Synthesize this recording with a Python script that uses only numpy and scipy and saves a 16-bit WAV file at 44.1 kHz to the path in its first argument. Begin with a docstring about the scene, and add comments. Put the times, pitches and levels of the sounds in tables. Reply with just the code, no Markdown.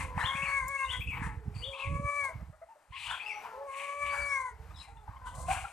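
"""A hen gives three drawn-out calls: harmonics of a gliding pitch, frayed by noise where it sags.
Other fowl squawk (noise through two throat resonances), cluck (pitch arches) and call far off (glides).
A songbird repeats a three-note whistle, smaller birds chirp in husky glides, and one sharp tick rings.
Air buffets the microphone in lumpy rumble and single pushes; noise gives a faint yard wash and a fine
treble hiss that swells with hen, squawks and song."""
import sys
import numpy as np
from scipy import signal
from scipy.fft import rfft, irfft, next_fast_len
from scipy.io import wavfile
from scipy.ndimage import uniform_filter1d, map_coordinates

SR = 44100
rng = np.random.default_rng(int(sys.argv[2]) if len(sys.argv) > 2 else 0)


def dump(signal):
    """Clip the signal to [-1, 1] and save it as 16-bit WAV at the path in sys.argv[1]."""
    limited = np.clip(np.atleast_2d(signal).T, -1, 1)
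    pcm = np.round(limited * 32767).astype(np.int16)
    wavfile.write(sys.argv[1], SR, pcm)


N = 252252
T = np.arange(N) / SR

# hoarse squawks: peak t/s, rise/s, fall/s (20 dB each), lower resonance level/dB,
# upper resonance f/Hz, its level/dB, relative hiss level/dB
SQUAWKS = [(.01, 0.029, 0.084, -41.5, 2190, -40.5, -46), (.217, 0.064, 0.22, -37.5, 1815, -37, -53),
           (.5, 0.17, 0.17, -47, 1710, -44.5, -72), (.95, 0.12, .11, -52.5, 2099, -52, -54),
           (1.17, 0.069, 0.13, -46, 2220, -46.5, -68), (1.26, 0.074, 0.082, -45, 1780, -41.5, -55.5),
           (1.57, 0.04, 0.44, -61, 2380, -59.5, -63), (1.819, 0.11, 0.095, -46, 3150, -50.5, -74),
           (2.25, 0.024, 0.067, -46.5, 2020, -59, -52.5), (2.98, 0.058, 0.68, -66, 2468, -45.5, -73),
           (3.03, 0.1, 0.21, -70, 3870, -54.5, -65), (3.08, 0.13, 0.12, -52, 2866, -44.5, -54),
           (3.125, 0.056, 0.094, -40, 1401, -40, -54.5), (3.453, 0.017, 0.18, -46, 1344, -54.5, -108),
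           (3.82, 0.12, 0.2, -53, 2340, -43, -55), (4.07, .046, 0.17, -58, 2397, -43.5, -60),
           (4.17, 0.086, 0.21, -44, 1498, -42, -53.5), (4.83, 0.11, 0.16, -58, 1940, -64.5, -63.5),
           (5.09, 0.025, 0.21, -50, 1380, -59, -98), (5.285, 0.038, 0.081, -49, 3180, -60.5, -57),
           (5.375, 0.057, 0.54, -53, 666, -52, -53), (5.525, 0.053, 0.17, -42.5, 2460, -40.5, -43),
           (5.554, 0.016, 0.078, -48, 1410, -40.5, -62)]


def amp(db):
    """Decibels to gain."""
    return 10 ** (np.asarray(db) / 20)


def unit(x):
    """Scale to rms 1."""
    return x / np.sqrt(np.mean(x ** 2) + 1e-20)


def along(points, hz):
    """Interpolate (f/Hz, value) points on a log frequency axis."""
    f, v = np.transpose(points)
    return np.interp(np.log(hz + 1), np.log(f), v)


def curves(rows, t=T):
    """Interpolate each column after the time column at times t."""
    s, *cols = np.transpose(rows)
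    return [np.interp(t, s, c) for c in cols]


def wobble(rate_hz, size=N):
    """Smooth random curve of rms 1 through rate_hz knots a second."""
    knots = rng.standard_normal(int(size * rate_hz / SR) + 4)
    return unit(map_coordinates(knots, [np.arange(size) * rate_hz / SR]))


def filtered(x, response):
    """Multiply the spectrum of x by a response of frequency."""
    size = x.shape[-1]
    m = next_fast_len(size + 8192)
    return irfft(rfft(x, m) * response(np.fft.rfftfreq(m, 1 / SR)), m)[..., :size]


def noise(spectrum):
    """Coloured noise of rms 1."""
    return unit(filtered(rng.standard_normal(N), lambda hz: amp(along(spectrum, hz))))


def add(track, s, sound):
    """Mix a sound into a track at time s, clipped to the track."""
    start = round(s * SR)
    sound = sound[max(-start, 0):]
    part = track[max(start, 0):][:len(sound)]
    part += sound[:len(part)]


def span(rows, fade_s=0.005):
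    """Sample times from first to last row, and a gate with linear fades."""
    t = np.arange(rows[0][0], rows[-1][0], 1 / SR)
    return t, np.clip(np.minimum(t - t[0], t[-1] - t) / fade_s, 0, 1)


def phase_of(hz):
    """Integrate instantaneous frequency to phase in radians."""
    return 2 * np.pi * np.cumsum(hz) / SR


def swell(t, rise_s, fall_s):
    """A rounded rise to t = 0, then a steady fall; each covers 20 dB."""
    return amp(-20 * np.where(t < 0, (t / rise_s) ** 2, t / fall_s))


def partial(phase, hoarse, width_hz):
    """One harmonic of about rms 1; hoarseness smears a share of its power into a narrow band."""
    share = np.clip(hoarse, 0, 1)
    smear = wobble(width_hz, len(phase)) * np.sin(phase) + wobble(width_hz, len(phase)) * np.cos(phase)
    return np.sqrt(2 * (1 - share)) * np.cos(phase) + np.sqrt(share) * smear


def echo(x, wet_db):
    """Walls and trees answer with a short diffuse tail; total power is roughly kept."""
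    # decay of the tail: f/Hz, t60/s
    walls = [(300, 0.2), (1000, 0.33), (3000, 0.39), (10000, 0.022)]
    hz, t, z = signal.stft(rng.standard_normal(SR // 2), SR, nperseg=256)
    decayed = z * amp(-60 * t / along(walls, hz)[:, None])
    tail = signal.istft(decayed, SR, nperseg=256)[1]
    delayed = np.pad(tail, (SR // 150, 0))
    wet = signal.fftconvolve(x, delayed / np.linalg.norm(tail))[:N]
    return (x + amp(wet_db) * wet) / np.hypot(1, amp(wet_db))


def yard(floor_db=-67.5, drift_db=3.37, wash_db=-16, wash_rise_s=0.1, wash_s=0.54):
    """A faint, restless wash of distant noise that swells around each squawk."""
    # distant bustle: f/Hz, relative spectral level/dB
    bustle = [(250, -6), (400, -5.5), (800, 9.5), (1500, 2.5), (2400, -5), (3500, -13.5), (5000, -13.5),
              (9000, -20)]
    wash_power = sum((amp(db + wash_db) * swell(T - s, wash_rise_s, wash_s)) ** 2
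                     for s, _, _, db, *_ in SQUAWKS)
    drift = amp(drift_db * wobble(4.3) + 0.91 * wobble(25))
    return np.sqrt(amp(floor_db) ** 2 + wash_power) * drift * noise(bustle)


def wind(deep_db=-1.5, flutter_db=-10, flutter_grows=1.34, churn_db=1.5, lump_db=3, stiff_db=-40,
         puff_db=-3, puff_s=.0031, typical_db=-30, hurry=0.29, cut_hz=36,
         wake_db=-15, wake_rise_s=0.024, wake_s=0.087):
    """Eddies press on the microphone: lumpy rumble, and pushes that swing back and leave a short wake."""
    # air strength: t/s, level/dB
    breeze = [(0, -34.5), (.3, -52.5), (.65, -47), (.8, -61), (1.0, -42), (1.14, -36.5), (1.24, -34),
              (1.38, -39), (1.45, -52), (1.68, -56), (1.8, -67), (1.88, -34), (2.04, -36.5), (2.14, -60.5),
              (2.3, -50), (2.4, -43.5), (2.62, -63), (2.72, -83), (2.87, -84), (2.92, -59), (3.13, -55),
              (3.25, -80), (3.6, -67.5), (3.92, -79), (4.03, -47.5), (4.42, -58), (4.62, -48.5),
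              (5.17, -53.5), (5.5, -40), (5.62, -46), (5.72, -66)]
    # single puffs: t/s, relative level/dB
    puffs = [(.085, -37), (.169, -20.5), (0.241, -26.5), (.347, -29), (0.43, -31), (0.485, -32.5),
             (.902, -37), (0.995, -24.5), (1.214, -24.5), (1.372, -26), (1.477, -22), (1.561, -27),
             (1.603, -39), (1.681, -34.5), (1.871, -27.5), (1.939, -31), (1.994, -23), (2.354, -28),
             (2.424, -32.5), (2.496, -35.5), (2.905, -39.5), (3.089, -43), (4.19, -37.5), (4.599, -33.5),
             (5.09, -36.5), (5.22, -38), (5.38, -28.5), (5.567, -30), (5.629, -33)]
    # rumble spectrum: f/Hz, relative spectral level/dB
    deep = [(13, -48), (22, -37), (38, -2.5), (59, 10), (81, 3.5), (120, -6), (160, -34), (260, -120)]
    # flutter spectrum: f/Hz, relative spectral level/dB
    flutter_spectrum = [(59, -30), (100, -3.5), (153, -5.5), (197, -14), (236, -21.5), (301, -17.5),
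                        (380, -39), (490, -21), (840, -120)]

    breeze_db, = curves(breeze)
    wakes = sum(amp(db + wake_db) * swell(T - s, wake_rise_s, wake_s) for s, db in puffs)
    strength = np.hypot(amp(breeze_db), wakes)
    # flutter grows faster than the air strength, with extra weight on the wakes
    churned = np.hypot(amp(breeze_db), amp(churn_db) * wakes)
    flutter = amp(stiff_db + flutter_db) * (churned / amp(stiff_db)) ** flutter_grows
    lumps = unit(amp(lump_db * wobble(35)))
    out = lumps * (amp(deep_db) * strength * noise(deep) + flutter * noise(flutter_spectrum))

    t = np.arange(-SR // 40, SR // 20) / SR
    for (s, db), (size, sign) in zip(puffs, rng.standard_normal((len(puffs), 2))):
        # stronger eddies pass faster
        width_s = puff_s * np.exp(0.19 * size) * amp(hurry * (typical_db - db))
        u = (t - .006) / width_s
        add(out, s + t[0], np.sign(sign) * amp(db + puff_db) * 2 * u * np.exp(-u ** 2))
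    # the microphone passes little of the slowest pressure swings
    return filtered(out, lambda hz: hz ** 4 / (hz ** 4 + cut_hz ** 4))


def far_fowl(far_db=-2, third_db=-14, fourth_db=-21):
    """Distant crowing and moaning: arched glides with little above the second harmonic."""
    # t/s, length/s, start f/Hz, end f/Hz, arch/Hz, relative level of harmonics 1 and 2/dB
    far_calls = [(3.22, 0.19, 423, 420, 2, -65, -49), (3.45, 0.12, 720, 640, -1.5, -64, -57),
                 (3.412, 0.25, 440, 423.5, 8.5, -58.5, -50), (1.12, .22, 497, 420, 5.5, -65, -50.5),
                 (1.36, 0.193, 455, 408, -6.5, -57.5, -74), (4.5, .17, 436, 450, 2, -62, -69.5),
                 (4.88, .19, 466, 400, 11, -70.5, -60.5), (5.2, 0.109, 513.4, 483, 7.5, -66, -48.5),
                 (5.356, 0.2, 495, 548, 4, -60, -47.5)]
    out = np.zeros(N)
    for s, length_s, start_hz, end_hz, arch_hz, first_db, second_db in far_calls:
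        t, gate = span([(s,), (s + length_s,)], fade_s=0.021)
        u = (t - s) / length_s
        phase = phase_of(start_hz + (end_hz - start_hz) * u + arch_hz * np.sin(np.pi * u))
        levels_db = (first_db, second_db, second_db + third_db, second_db + fourth_db)
        voice = sum(amp(db + far_db) * partial(k * phase, 0.38, width_hz=70.1)
                    for k, db in enumerate(levels_db, 1))
        add(out, s, gate * voice)
    return out


def chirps(spread=0.09):
    """Short glides wholly frayed into bands whose width is a share of the start pitch."""
    # t/s, length/s, start f/Hz, end f/Hz, level/dB
    chirp_rows = [(.19, 0.0604, 3770, 4243, -57), (.456, 0.067, 4360, 4440, -59.5),
                  (0.771, 0.16, 2650, 2786, -51.5), (0.833, 0.041, 3740, 3620, -57),
                  (.995, 0.062, 12700, 12900, -63), (1.1, .1, 13900, 13300, -70),
                  (1.546, .088, 4580, 4590, -56.5), (3.223, 0.082, 4400, 5560, -63),
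                  (3.3, 0.056, 5020, 4370, -66), (3.304, 0.11, 5660, 5920, -64),
                  (4.094, 0.072, 4510, 4730, -59), (4.2, 0.036, 4610, 4640, -56),
                  (4.281, 0.1, 5300, 6040, -58), (4.739, .13, 3980, 1894, -62.5),
                  (4.781, 0.036, 3985, 4110, -54), (4.758, 0.059, 5240, 5020, -61.5),
                  (4.968, 0.015, 3480, 3430, -63.5)]
    out = np.zeros(N)
    for s, length_s, start_hz, end_hz, db in chirp_rows:
        t, gate = span([(s,), (s + length_s,)], fade_s=0.0069)
        phase = phase_of(np.linspace(start_hz, end_hz, len(t)))
        add(out, s, amp(db) * gate * partial(phase, 1.0, spread * start_hz))
    return out


def ticks(t60_s=0.031, tick_db=-9):
    """A bright tick: decaying sine ring plus high-passed noise."""
    # t/s, relative level/dB, ring f/Hz
    tick_rows = [(0.6818, -30.5, 7230)]
    out, t = np.zeros(N), np.arange(SR // 20) / SR
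    for s, db, hz in tick_rows:
        crack = filtered(rng.standard_normal(len(t)), lambda f: f > 5000)
        decay = amp(db + tick_db - 60 * t / t60_s)
        add(out, s, decay * (np.sin(2 * np.pi * hz * t) + 1.2 * crack))
    return out


def songbird(trill=0.019, burr=0.079):
    """A burry whistle, randomly jittered in pitch: a whip upward, a pip and a falling slur."""
    # note shapes: t from note start/s, f/Hz, relative level/dB
    whip = [(0, 2830, -17.5), (0.019, 3000, -4.5), (.03, 3450, -0.5), (.042, 3600, -14), (.056, 3280, -3),
            (.085, 3300, -14.5)]
    pip = [(0, 2303, 0.5), (.01, 2518, 0), (0.021, 2620, -0.5), (.035, 2410, -41)]
    slur = [(0, 2495, -2), (0.014, 2770, -9.5), (.028, 2581, -9), (.045, 2351, -7.5), (.075, 2170, -11),
            (0.102, 2050, -66)]
    # phrases: whip t/s, level/dB, pip t/s, level/dB, slur t/s, level/dB (levels added to the shapes)
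    phrases = [(.233, -32.5, .352, -40, .42, -31), (0.881, -33, 1.007, -40, 1.072, -33.5),
               (1.617, -36.5, 1.73, -43.5, 1.797, -33.5), (3.077, -38, 3.197, -41.5, 3.26, -33)]
    out = np.zeros(N)
    for phrase in phrases:
        for note, s, db in zip((whip, pip, slur), phrase[::2], phrase[1::2]):
            t, gate = span(note, fade_s=0.0021)
            hz, shape_db = curves(note, t)
            phase = phase_of(hz * (1 + trill * wobble(305.2, len(t))))
            whistle = partial(phase, burr, width_hz=550) + amp(-35.5) * np.sin(2 * phase)
            add(out, s, gate * amp(db + shape_db) * whistle)
    return out


def clucks(arch=0.097, cluck_db=-4, attack_s=0.0045):
    """A cluck bursts open into one short arch of pitch with two weaker overtones."""
    # t/s, relative level/dB, nominal f/Hz, length/s, overtone level/dB re fundamental
    cluck_rows = [(.177, -15, 900, 0.0052, -10.5), (0.204, -27, 1080, 0.006, -7),
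                  (0.212, -23.5, 1750, 0.0097, -19), (2.283, -44, 644.5, 0.049, -17.5),
                  (2.396, -50.5, 618, 0.026, -5.5), (2.526, -53.5, 617, 0.036, -6),
                  (2.614, -42, 658, 0.034, -15), (2.684, -50, 904, 0.06, -20),
                  (2.754, -53.5, 600, 0.031, -22), (2.921, -44, 1072, 0.068, -7.5),
                  (4.702, -49.5, 1220, 0.023, -14), (4.875, -49.5, 808, 0.057, -20),
                  (4.963, -53, 911, .025, -10), (5.077, -34.5, 864, 0.0098, -36),
                  (5.161, -43, 1060, 0.022, -16.5), (5.257, -44, 1510, 0.045, -27),
                  (5.262, -39.5, 969, 0.034, -20), (5.335, -43, 1010, 0.019, -15),
                  (5.482, -25, 750, 0.055, -18.5), (5.51, -29.5, 783, 0.031, -8),
                  (5.569, -37, 753, .04, -18), (5.639, -35.5, 804, 0.022, -12),
                  (5.647, -31.5, 1357, 0.015, -26)]
    out = np.zeros(N)
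    for s, db, hz, length_s, bright_db in cluck_rows:
        t = np.arange(int(length_s * SR)) / SR
        envelope = (1 - np.exp(-t / attack_s)) * (1 - (t / length_s) ** 3)
        phase = phase_of(hz * (1 + arch * (np.sin(np.pi * t / length_s) - .8)))
        fundamental = partial(phase, 0.044, width_hz=330)
        second = partial(2 * phase, 0.35, width_hz=580)
        third = 0.59 * partial(3 * phase, 1.0, width_hz=373)
        voice = fundamental + amp(bright_db) * (second + third)
        add(out, s, amp(db + cluck_db) * envelope * voice)
    return out


def throat(air, centre_hz, q):
    """Three cascaded band-pass resonances shape the air; rms 1."""
    def response(f):
        through = 1j * f * centre_hz
        return (through / (q * (centre_hz ** 2 - f ** 2) + through)) ** 3
    return unit(filtered(air, response))


def squawks(rattle_db=2.0, rattle_hz=130, low_hz=1009, low_q=2.31, high_q=2.15):
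    """Chaotic, rattling air rings two resonances of the throat."""
    out = np.zeros(N)
    t = np.arange(-SR // 4, SR // 2) / SR
    for s, rise_s, fall_s, low_db, high_hz, high_db, _ in SQUAWKS:
        air = rng.standard_normal(len(t)) * amp(rattle_db * wobble(rattle_hz, len(t)))
        low = amp(low_db) * throat(air, low_hz, low_q)
        high = amp(high_db) * throat(air, high_hz, high_q)
        add(out, s + t[0], swell(t, rise_s, fall_s) * (low + high))
    return out


def hiss(hen_air, song, hiss_db=-2, flicker_db=1.54, rest_db=-80, song_db=-26):
    """Fine treble noise swells with hen, squawks and song, slightly different on each side."""
    # f/Hz, relative spectral level/dB
    fizz = [(2500, -15), (4200, -1.5), (5100, -6.5), (6200, -1.5), (7500, 3.5), (8900, 5.5), (10500, -5),
            (12000, -12), (14500, -18)]
    song_power = abs(uniform_filter1d((amp(song_db) * song) ** 2, size=2000))
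    power = amp(rest_db) ** 2 + hen_air ** 2 + song_power
    for s, rise_s, fall_s, *_, db in SQUAWKS:
        power = power + (amp(db) * swell(T - s, rise_s, fall_s)) ** 2
    mid, side = noise(fizz), .45 * noise(fizz)
    level = np.sqrt(power) * amp(hiss_db + flicker_db * wobble(70))
    return level * np.array([mid + side, mid - side])


def hen(jitter=0.00304, shimmer_db=1.31, rasp_db=2.5, tremble_db=0.7):
    """Four strong harmonics and a reedy rasp, frayed where pitch sags; also returns her hiss drive."""
    # calls: t/s, f/Hz, harmonic 2 level/dB, harmonic 4 level (edge)/dB
    first_call = [(0, 528.5, -63, -53), (.04, 530, -70, -51), (.12, 499.7, -47, -101),
                  (.2, 498, -47.5, -77), (.31, 540, -38, -41), (.45, 559, -43, -38), (.57, 552.3, -36, -32),
                  (.655, 511, -39, -48), (.7, 556, -40.5, -42), (.75, 551.4, -41, -38),
                  (.81, 541, -41.5, -39.5), (.85, 532.5, -33, -39), (.89, 512, -55, -56),
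                  (.95, 503, -45.5, -43), (1.01, 507.5, -62.5, -81)]
    second_call = [(1.601, 487, -64, -95), (1.64, 500, -71, -102), (1.68, 547, -71, -97),
                   (1.822, 542.7, -45.5, -54), (1.901, 563.5, -48, -59), (1.97, 563.7, -40.5, -48.5),
                   (2.022, 570.7, -47, -61), (2.059, 572.3, -38, -43), (2.18, 575.4, -36.5, -36.5),
                   (2.23, 559, -42.5, -36.5), (2.277, 533, -38, -43), (2.31, 495, -49, -56),
                   (2.34, 487, -49, -73)]
    third_call = [(3.5, 485, -61, -88), (3.559, 512, -57, -101), (3.6, 550, -58, -106),
                  (3.659, 566, -55, -74), (3.7, 539, -43.5, -61), (3.849, 564.2, -44, -46.5),
                  (3.919, 565.2, -38.5, -47.5), (3.97, 575, -44, -51.5), (4.03, 575.2, -37.5, -36.5),
                  (4.15, 566.2, -40, -42), (4.21, 576.5, -62, -36.5), (4.27, 568, -43.5, -39),
                  (4.33, 558, -38, -31.5), (4.38, 534, -36.5, -38.5), (4.47, 504.4, -39, -52),
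                  (4.54, 471, -62, -60)]
    # weak upper harmonics: f/Hz, relative level/dB
    overtones = [(2800, -20), (3400, -21), (4500, -22), (5200, -31), (6400, -11), (7000, -16), (7900, -19),
                 (8800, -11), (11000, -27), (13500, -35)]
    full_hz, full_edge_db = 570, -37  # pitch and edge in full cry
    # the fundamental grows with pitch and yields to the edge (dB per dB)
    hum_db, hum_db_per_hz, hum_yields = -50.5, 0.23, 0.17
    # harmonic 3 follows the edge (dB per dB) and gains as the pitch sags
    third_db, third_grows, third_db_per_hz = -49.5, 0.9, 0.1291
    air_db, air_grows = -56.5, 0.56  # treble follows the edge too (dB per dB)
    # below clear_hz the voice frays (share of noise)
    clear_hz, least_hoarse, hoarse_per_hz = 547.8, 0.022, 0.0037

    out, air = np.zeros(N), np.zeros(N)
    for call in (first_call, second_call, third_call):
        t, gate = span(call, fade_s=.03)
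        pitch_hz, second_db, edge_db = curves(call, t)
        push_db = edge_db - full_edge_db
        hoarse = least_hoarse + hoarse_per_hz * np.maximum(clear_hz - pitch_hz, 0)
        levels_db = (hum_db + hum_db_per_hz * (pitch_hz - full_hz) - hum_yields * push_db,
                     second_db,
                     third_db + third_grows * push_db + third_db_per_hz * (full_hz - pitch_hz),
                     edge_db)
        treble_db = air_db + air_grows * push_db
        phase = phase_of(pitch_hz * (1 + jitter * wobble(133.2, len(t))))
        voice = sum(amp(db + tremble_db * wobble(25.95, len(t))) * partial(k * phase, hoarse, width_hz=270)
                    for k, db in enumerate(levels_db, 1))
        # the reedy edge is rougher than the low harmonics and swells with the hiss
        for k in range(5, 24):
            rasp = amp(treble_db + rasp_db + along(overtones, k * pitch_hz))
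            voice += rasp * partial(k * phase, hoarse + .2, width_hz=160)
        add(out, t[0], gate * voice * amp(shimmer_db * wobble(60.36, len(t))))
        add(air, t[0], gate * amp(treble_db))
    return out, air


def ports(hz):
    """The two microphone ports differ in level and phase: treble sits left, rumble right."""
    # f/Hz, left minus right level/dB
    lean = [(60, -5.2), (200, -4.3), (380, -.5), (560, 0), (800, 2.2), (1100, 3.8), (1700, 6.7),
            (2300, 8.2), (3300, 9.5), (8000, 9.3), (13000, 1)]
    # f/Hz, phase lead of left/rad
    lead = [(200, 0.33), (500, 0.64), (1640, 0.78), (4300, 0.15), (9800, -0.98), (15000, -0.11)]
    halves = [.5, -.5]
    gain = amp(np.outer(halves, along(lean, hz))) * np.exp(1j * np.outer(halves, along(lead, hz)))
    return gain / abs(gain.mean(axis=0))


def scene():
    """Near hen, songbird, farther fowl, wind and yard through the two ports."""
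    voice, hen_air = hen()
    near = echo(voice, wet_db=-18)
    song = echo(songbird(), wet_db=-6.5)
    farther = echo(clucks(), wet_db=-13) + echo(squawks(), wet_db=-13)
    farther += echo(chirps(), wet_db=-4.0) + echo(far_fowl(), wet_db=-6)
    mono = near + song + farther + ticks() + wind() + yard()
    return filtered(mono + hiss(hen_air, song), ports)


def record(dry, top_hz=14500):
    """The recorder keeps nothing above its band limit."""
    return filtered(dry, lambda hz: hz < top_hz)


dry = scene()
out = record(dry)
dump(out)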